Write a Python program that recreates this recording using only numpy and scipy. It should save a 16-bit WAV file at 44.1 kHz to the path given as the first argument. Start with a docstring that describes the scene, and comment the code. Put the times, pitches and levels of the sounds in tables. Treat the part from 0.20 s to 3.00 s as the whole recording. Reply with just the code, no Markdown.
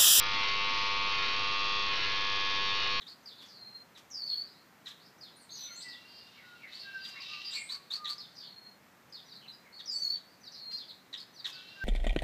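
"""Cordless hair clippers buzz at the nape, close to the microphone in a small bathroom.
A motor near 100 turns a second rocks the blade; four times the blade bites into hair,
the motor sags and the buzz roughens. The microphone is a small camera's, which samples slowly
without a guard filter, so the high overtones fold back as a second, mirrored comb of tones."""
import sys
import numpy as np
from scipy import signal
from scipy.fft import rfft, irfft
from scipy.io import wavfile
from scipy.ndimage import uniform_filter1d

SR = 44100
rng = np.random.default_rng(int(sys.argv[2]) if len(sys.argv) > 2 else 0)


def bounce(signal):
    """Save signal as a 16-bit WAV file at the path given by the first command-line argument."""
    frames = np.transpose(np.atleast_2d(signal))
    limited = np.clip(frames, -1, 1)
    pcm = np.round(limited * 32767).astype(np.int16)
    wavfile.write(sys.argv[1], SR, pcm)


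N = 123479


# The buzz at the microphone. Each row: multiple of the motor's turning rate, base level in dB.
OVERTONES = [(1, -64), (2, -74), (3, -72), (4, -59), (5, -57), (6, -66), (7, -62), (8, -64), (9, -49),
             (10, -51), (11, -42), (12, -47), (13, -54), (14, -53), (15, -59), (16, -65), (17, -52),
             (18, -54), (19, -52), (20, -56), (21, -48), (22, -62), (23, -47), (24, -51), (25, -45),
             (26, -54), (27, -45), (28, -53), (29, -50), (30, -54), (31, -50), (32, -50), (33, -54),
             (34, -51), (35, -51), (36, -49), (37, -57), (38, -49), (39, -52), (40, -53), (41, -53),
             (42, -54), (43, -50), (44, -55), (45, -50), (46, -56), (47, -54), (48, -59), (49, -57),
             (50, -55), (51, -58), (52, -61), (53, -57), (54, -57), (55, -61), (56, -55), (57, -60),
             (58, -59), (59, -62), (60, -65), (61, -60), (62, -59), (63, -59), (64, -59), (65, -61),
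             (66, -58), (67, -56), (68, -63), (69, -55), (70, -58), (71, -55), (72, -55), (73, -56),
             (74, -60), (75, -51), (76, -55), (77, -47), (78, -54), (79, -52), (80, -54), (81, -54),
             (82, -58), (83, -52), (84, -58), (85, -52), (86, -55), (87, -54), (88, -60), (89, -52),
             (90, -57), (91, -58), (92, -60), (93, -62), (94, -59), (95, -63), (96, -58), (97, -61),
             (98, -55), (99, -52), (100, -59), (101, -57)]

def buzz(turns, load):
    """The rocking blade: sines loosely lined up into knocks; load makes them waver and smear."""
    orders, base_db = np.transpose(OVERTONES)
    samples, frames = np.arange(N), np.arange(0, N + 128, 128)
    t, shape = frames / SR, (len(orders), len(frames))
    frame_load = np.interp(frames, samples, load)
    nominal_hz = orders * MOTOR_SPEED[0][1]
    top_db = -4 * np.clip((orders - 84) / 8, 0, 2)  # the highest overtones are weaker still
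    level_db = (base_db + top_db)[:, None] + .7 * drift(shape, span=70)
    level_db += 1.2 * frame_load * drift(shape, span=8)
    level_db += stroke_balance(orders, nominal_hz, t) + buzz_colour(nominal_hz, t) + choke(orders, t)
    phases = (.05 + .3 * frame_load) * drift(shape, span=4)
    blur_rad = .3 + .017 * orders + np.pi * (orders >= 56)  # from 56 up they no longer join the knock
    sweep_rad = np.pi * .017 * orders ** 2  # spreads each knock out in time
    phases += (blur_rad * rng.standard_normal(len(orders)) - sweep_rad)[:, None]
    tones = np.zeros(N)
    for order, gain, phase in zip(orders, amp(level_db), phases):
        angle = 2 * np.pi * order * turns + np.interp(samples, frames, phase)
        tones += np.interp(samples, frames, gain) * np.cos(angle)
    return np.sqrt(2) * tones


# The motor's pace. Each row: time in seconds, turns per second.
MOTOR_SPEED = [(0, 100.82), (.12, 100.8), (.16, 100.34), (.22, 100.1), (.285, 99.42), (.37, 100.15),
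               (.52, 100.47), (.74, 100.39), (.86, 100.43), (.93, 100.05), (1.0, 99.38), (1.08, 99.02),
               (1.19, 100.01), (1.29, 100.01), (1.36, 100.13), (1.48, 99.99), (1.56, 99.94), (1.66, 100.0),
               (1.77, 98.58), (1.86, 98.2), (1.95, 99.42), (2.07, 99.7), (2.2, 99.5), (2.36, 99.5),
               (2.44, 99.34), (2.55, 99.48), (2.64, 98.52), (2.72, 99.31), (2.8, 99.3)]
# Hair between the blades. Each row: time in seconds, cutting load from 0 to 1.
HAIR_LOAD = [(0, .3), (.12, .2), (.155, .95), (.19, .45), (.245, 1), (.275, .4), (.33, .5), (.38, .15),
             (.89, .05), (.945, .9), (1.0, .7), (1.07, .7), (1.18, .25), (1.3, .05), (1.66, 0), (1.72, .75),
             (1.79, .7), (1.85, .9), (1.93, .3), (2.0, 0), (2.57, .1), (2.61, .7), (2.67, .6), (2.71, .1),
             (2.8, .05)]

def motor():
    """The motor sags at each bite: returns the turns made so far and the load on the blade."""
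    t = np.arange(N) / SR
    turns = np.cumsum(np.interp(t, *np.transpose(MOTOR_SPEED))) / SR
    load = np.clip(np.interp(t, *np.transpose(HAIR_LOAD)), 0, 1)
    return turns, load


# Balance of the two blade strokes. Each row: time in seconds, gain of the even overtones in dB.
STROKE_BALANCE = [(0.06, -0.5), (0.17, 0.8), (0.24, 3), (0.3, 2.2), (0.4, -1.7), (0.6, 1), (0.85, -3),
                  (1.03, 1), (1.25, 1.5), (1.6, 1.5), (1.72, 1.8), (1.83, 1.5), (1.96, 3), (2.15, 1.9),
                  (2.35, 2.5), (2.52, 1.5), (2.63, 2.3), (2.74, 0.5)]

def stroke_balance(orders, hz, t):
    """The shifting balance of the two strokes lifts or lowers the upper even overtones, in dB."""
    upper_even = (orders % 2 == 0) & (hz > 1900)
    return upper_even[:, None] * np.interp(t, *np.transpose(STROKE_BALANCE))


# Bands of the buzz's overtones that swell and fade. Each row: centre in Hz, width in Hz.
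OVERTONE_BANDS = [(910.0, 110.0), (1110.0, 110.0), (1220.0, 110.0), (1410.0, 200.0), (1710.0, 160.0),
                  (1910.0, 160.0), (2120.0, 140.0), (2320.0, 140.0), (2530.0, 140.0), (2730.0, 160.0),
                  (2970.0, 220.0), (3220.0, 180.0), (3420.0, 160.0), (3620.0, 160.0), (3870.0, 260.0),
                  (4120.0, 180.0), (4350.0, 160.0), (4550.0, 160.0), (4930.0, 500.0), (6740.0, 700.0),
                  (7390.0, 300.0), (7700.0, 260.0), (8050.0, 400.0), (8550.0, 500.0), (9050.0, 500.0)]
# The clippers moving along the nape. Each row: time in seconds, then a gain in dB for each band.
BAND_GAINS = [(0.06, 1.5, -4, 4.5, 6.5, 3.5, 3, 2.5, 6.5, -1.5, -3, 0, -8.5, 1.5, -7, 3, -1.5, -5.5, -6, 4.5, 3.5, -3.5, 3, -2, -6.5, -11),
              (0.17, 3, 2.5, -1.5, 2, -6, 6, 4, 2, -2, 3.5, 2, -2, 10, -9, -2.5, 0.5, 4.5, -9.5, 0, 6, 4.5, -6.5, -0.5, -1, -1.5),
              (0.24, 5.5, 0.5, -4, 7.5, -2.0, -0.5, 3.5, 6, -2, 4, 5, 3, 5.5, -2.5, 1, 1, 1, -1.0, -5, 0, -3.5, -4.5, -5.5, -5, -4),
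              (0.3, -9, 3.5, -11, 4, 3.5, 0.5, 5.5, 2.5, 0, 1, 6.5, -2.0, -6, -0.0, 3, -0.5, -4, 8.5, -3.0, 1.5, -0.5, -3.5, -2, -1, 0),
              (0.4, -1, 1.5, -3, 3.5, -1.5, -3.5, 4.5, 6.5, 1.5, 3.5, 4.5, 2, 6, -10.5, 3.5, -2, 1.5, -3, -1, 3.5, 1, -2.5, -1.5, -10, 6),
              (0.6, 1.5, 3, 0, 1.5, -5, 5.5, -0.5, 3, 0.5, -1.5, 3.5, -5, 1, -5, -1, 5, 1, -3.5, 7, 3, -0.5, 0.0, 1.5, -0.5, 2),
              (0.85, 1, 3, 1.5, 2, -8.5, 0.5, 1.5, 5.5, 2.5, 0.5, 3.5, 2, 8, -4, 1.5, -2, 3, -3, 0.5, 1.5, 2.5, -1.0, -3.5, -7, 1),
              (1.03, -4.5, 3, -5, 5, 2.5, -2.5, 2, -0.5, 3.5, 2, 4, 3, -3, -2, -2, -3, 1, 4.5, -1, -3.5, 9, -7, -2, -9, 8.5),
              (1.25, -3, 1.5, 2, 0.5, -0.5, 0, -3.0, 1.5, 3.5, 3.0, 0.5, 1.5, -2, -6, -2.5, 7, -6.5, 1.5, -2, -3.5, 6, 1.5, -7.5, -5.5, 0),
              (1.6, -3, 0, 3.5, -4, -3, 3, -10.0, -1.5, 2, 2.5, -2, 0, 2, 3.5, -2, 5, -2.5, 2.5, 1, -2, -5, 10, -11.5, -2, 0),
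              (1.72, -5.0, 2.5, -7.5, 0, 1, 2, -2, -9, 3.5, 2, 2.5, 4, 4, -1, -0.5, 5, 1, 4, -7.0, -7.5, -3, -3, -7, -9, 6),
              (1.83, -8, 0, -7, 5, 4.5, -4, 4, -9, -5, -7, 7, -1.5, -8, -8, 2, 3, 0.5, 3, 1.0, 0, 3, -1, -1.5, 7, 5),
              (1.96, -4.5, 2, -2.5, -3.0, 4.5, 0.5, -6.5, -0.5, -0.5, 0.5, -2, 3, -5, 3.5, -3.5, 0, 2.5, 0.5, -1.5, -5, 0.5, -0.5, -2, -4, 6),
              (2.15, -3, 2, 0, -3.5, 7.5, -1.5, -1.5, -3.5, 2.5, 1.5, -12.5, -3, -7, 2, -1, 2, -4, 3, 1, -1, -2.5, 3.5, 4.5, 0, -2.5),
              (2.35, -2.5, 2, -5, -2.5, 6.5, 0.5, -2.5, -3.5, 1.5, -1, -0.5, 1.0, -4, 3.5, 1, 0, -0.5, 3, 2, -4, -2, 1.5, 0.5, -2.5, 3),
              (2.52, -2.5, 2, -3.5, -3.5, 5, 1.5, -5.5, -5.5, -0.5, -2, -0.5, 1, 2, 7, 0.5, -3.5, 1, 5, -1, -8, 4, -3.5, 0.5, 6, 2),
              (2.63, -6, 0, -2.5, 1.5, 5.5, -3.0, -3.5, -11, 1, -3.5, 10, -9.5, -5.5, -6, 5, -4, 5, 3, -1.0, -2, -3, 0, -4.0, 1.0, 1),
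              (2.74, -6.5, 1, -0.5, -3.5, 6.5, -0.5, -5, 0, 2, 0.5, -1.0, 1, -1, 1, 3, -6, 5.5, 4, -4, 0, -4, 2, 0, 0, -5)]

def buzz_colour(hz, t):
    """Bands of overtones swell and fade, in dB, as the clippers shift and press into the hair."""
    times, *gains = np.transpose(BAND_GAINS)
    colour_db = np.zeros((len(hz), len(t)))
    for (centre, width), gain_db in zip(OVERTONE_BANDS, gains):
        nearness = np.exp(-.5 * ((hz - centre) / (.5 * width)) ** 2)
        colour_db += nearness[:, None] * np.interp(t, times, gain_db)
    return colour_db


# Patches of thick hair. Each row: start in seconds, length in seconds, dip in dB.
THICK_HAIR = [(1.76, .14, -4), (2.6, .075, -4)]

def choke(orders, t, whine_order=11, edge_s=.012):
    """Thick hair chokes the strongest whine: a brief dip, in dB, on that one overtone."""
    choke_db = np.zeros((len(orders), len(t)))
    for start, length, dip_db in THICK_HAIR:
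        inside_s = np.minimum(t - start, start + length - t)
        choke_db[orders == whine_order] += dip_db * np.clip(inside_s / edge_s, 0, 1)
    return choke_db


# Spectrum of blade on blade. Each row: frequency in Hz, relative level in dB.
SCRAPE_SPECTRUM = [(500, -10), (1000, -2), (1700, -2), (2500, -3), (4000, -3), (5000, -4), (5500, -5),
                   (7500, -5), (9500, -8), (12000, -24)]
# Spectrum of snapping hairs. Each row: frequency in Hz, relative level in dB.
SNAP_SPECTRUM = [(500, -24.5), (1000, -9), (1700, -5.5), (2300, -3), (3000, -5.5), (4200, -6.5),
                 (5000, -8.5), (7000, -13), (11000, -21)]

def rasp(turns, load, snaps_per_s=2200, spread_db=3.8):
    """Blade scrapes on blade and hairs snap under load; both throb with each stroke."""
    signs = rng.choice([-1., 1.], N)
    sizes = amp(spread_db * np.minimum(rng.exponential(1, N), 5))
    snaps = signs * sizes * (rng.random(N) < snaps_per_s / SR)
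    scrape = amp(-50.5) * coloured(SCRAPE_SPECTRUM)
    cutting = amp(-39) * load * coloured(SNAP_SPECTRUM, snaps)
    throb = 1 + .7 * np.cos(4 * np.pi * turns)  # two strokes a turn
    return throb * (scrape + cutting)


def bathroom(sound, t60_s=.3):
    """Tiled walls near the microphone send back a short tail, starting after 3 ms."""
    t = np.arange(SR // 2) / SR
    tail = rng.standard_normal(len(t)) * amp(-60 * t / t60_s) * (t > .003)
    return signal.fftconvolve(sound, tail / np.linalg.norm(tail))[:N]


# Spectrum of the room tone. Each row: frequency in Hz, relative level in dB.
AIR_SPECTRUM = [(20, -8), (40, 2), (70, -5.5), (120, -4.5), (180, -10.5), (270, -6.5), (400, -9.5),
                (700, -11.5), (1500, -11), (5000, -46)]

def room_tone():
    """The air of the room and the camera's own noise, steady behind the clippers."""
    return amp(-49) * coloured(AIR_SPECTRUM)


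def amp(db):
    """dB to gain."""
    return 10 ** (np.asarray(db) / 20)


def unit_rms(x):
    """Scales to rms 1."""
    return x / np.sqrt(np.mean(x ** 2) + 1e-20)


def coloured(spectrum, source=None):
    """White noise, or the given source, filtered by the spectrum and scaled to rms 1."""
    hz, db = np.transpose(spectrum)
    bins_hz = np.fft.rfftfreq(N, 1 / SR)
    gain = amp(np.interp(np.log(bins_hz + 1), np.log(hz), db))
    source = rng.standard_normal(N) if source is None else source
    return unit_rms(irfft(rfft(source) * gain, N))


def drift(shape, span):
    """Random curves of overall rms 1, one per row, smoothed twice over span frames."""
    once = uniform_filter1d(rng.standard_normal(shape), span)
    return unit_rms(uniform_filter1d(once, span))


def scene():
    """At one microphone: the clippers up close, the bathroom's echo and the room tone behind."""
    turns, load = motor()
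    clippers = buzz(turns, load) + rasp(turns, load)
    return (clippers + amp(-16) * bathroom(clippers) + room_tone())[None]


def record(dry, step=4, dc_offset=-.0145, edge_hz=7200):
    """The camera keeps every fourth sample unguarded, fills the gaps softly, then cuts the top."""
    kept = step * (dry + dc_offset) * (np.arange(N) % step == 0)
    soft_filter = signal.firwin(51, SR / step / 2, window=("kaiser", 6), fs=SR)
    band_limit = signal.firwin(511, edge_hz, window=("kaiser", 9), fs=SR)
    filled = signal.oaconvolve(kept, soft_filter[None], "same")
    return signal.oaconvolve(filled, band_limit[None], "same")


dry = scene()
out = record(dry)
bounce(out)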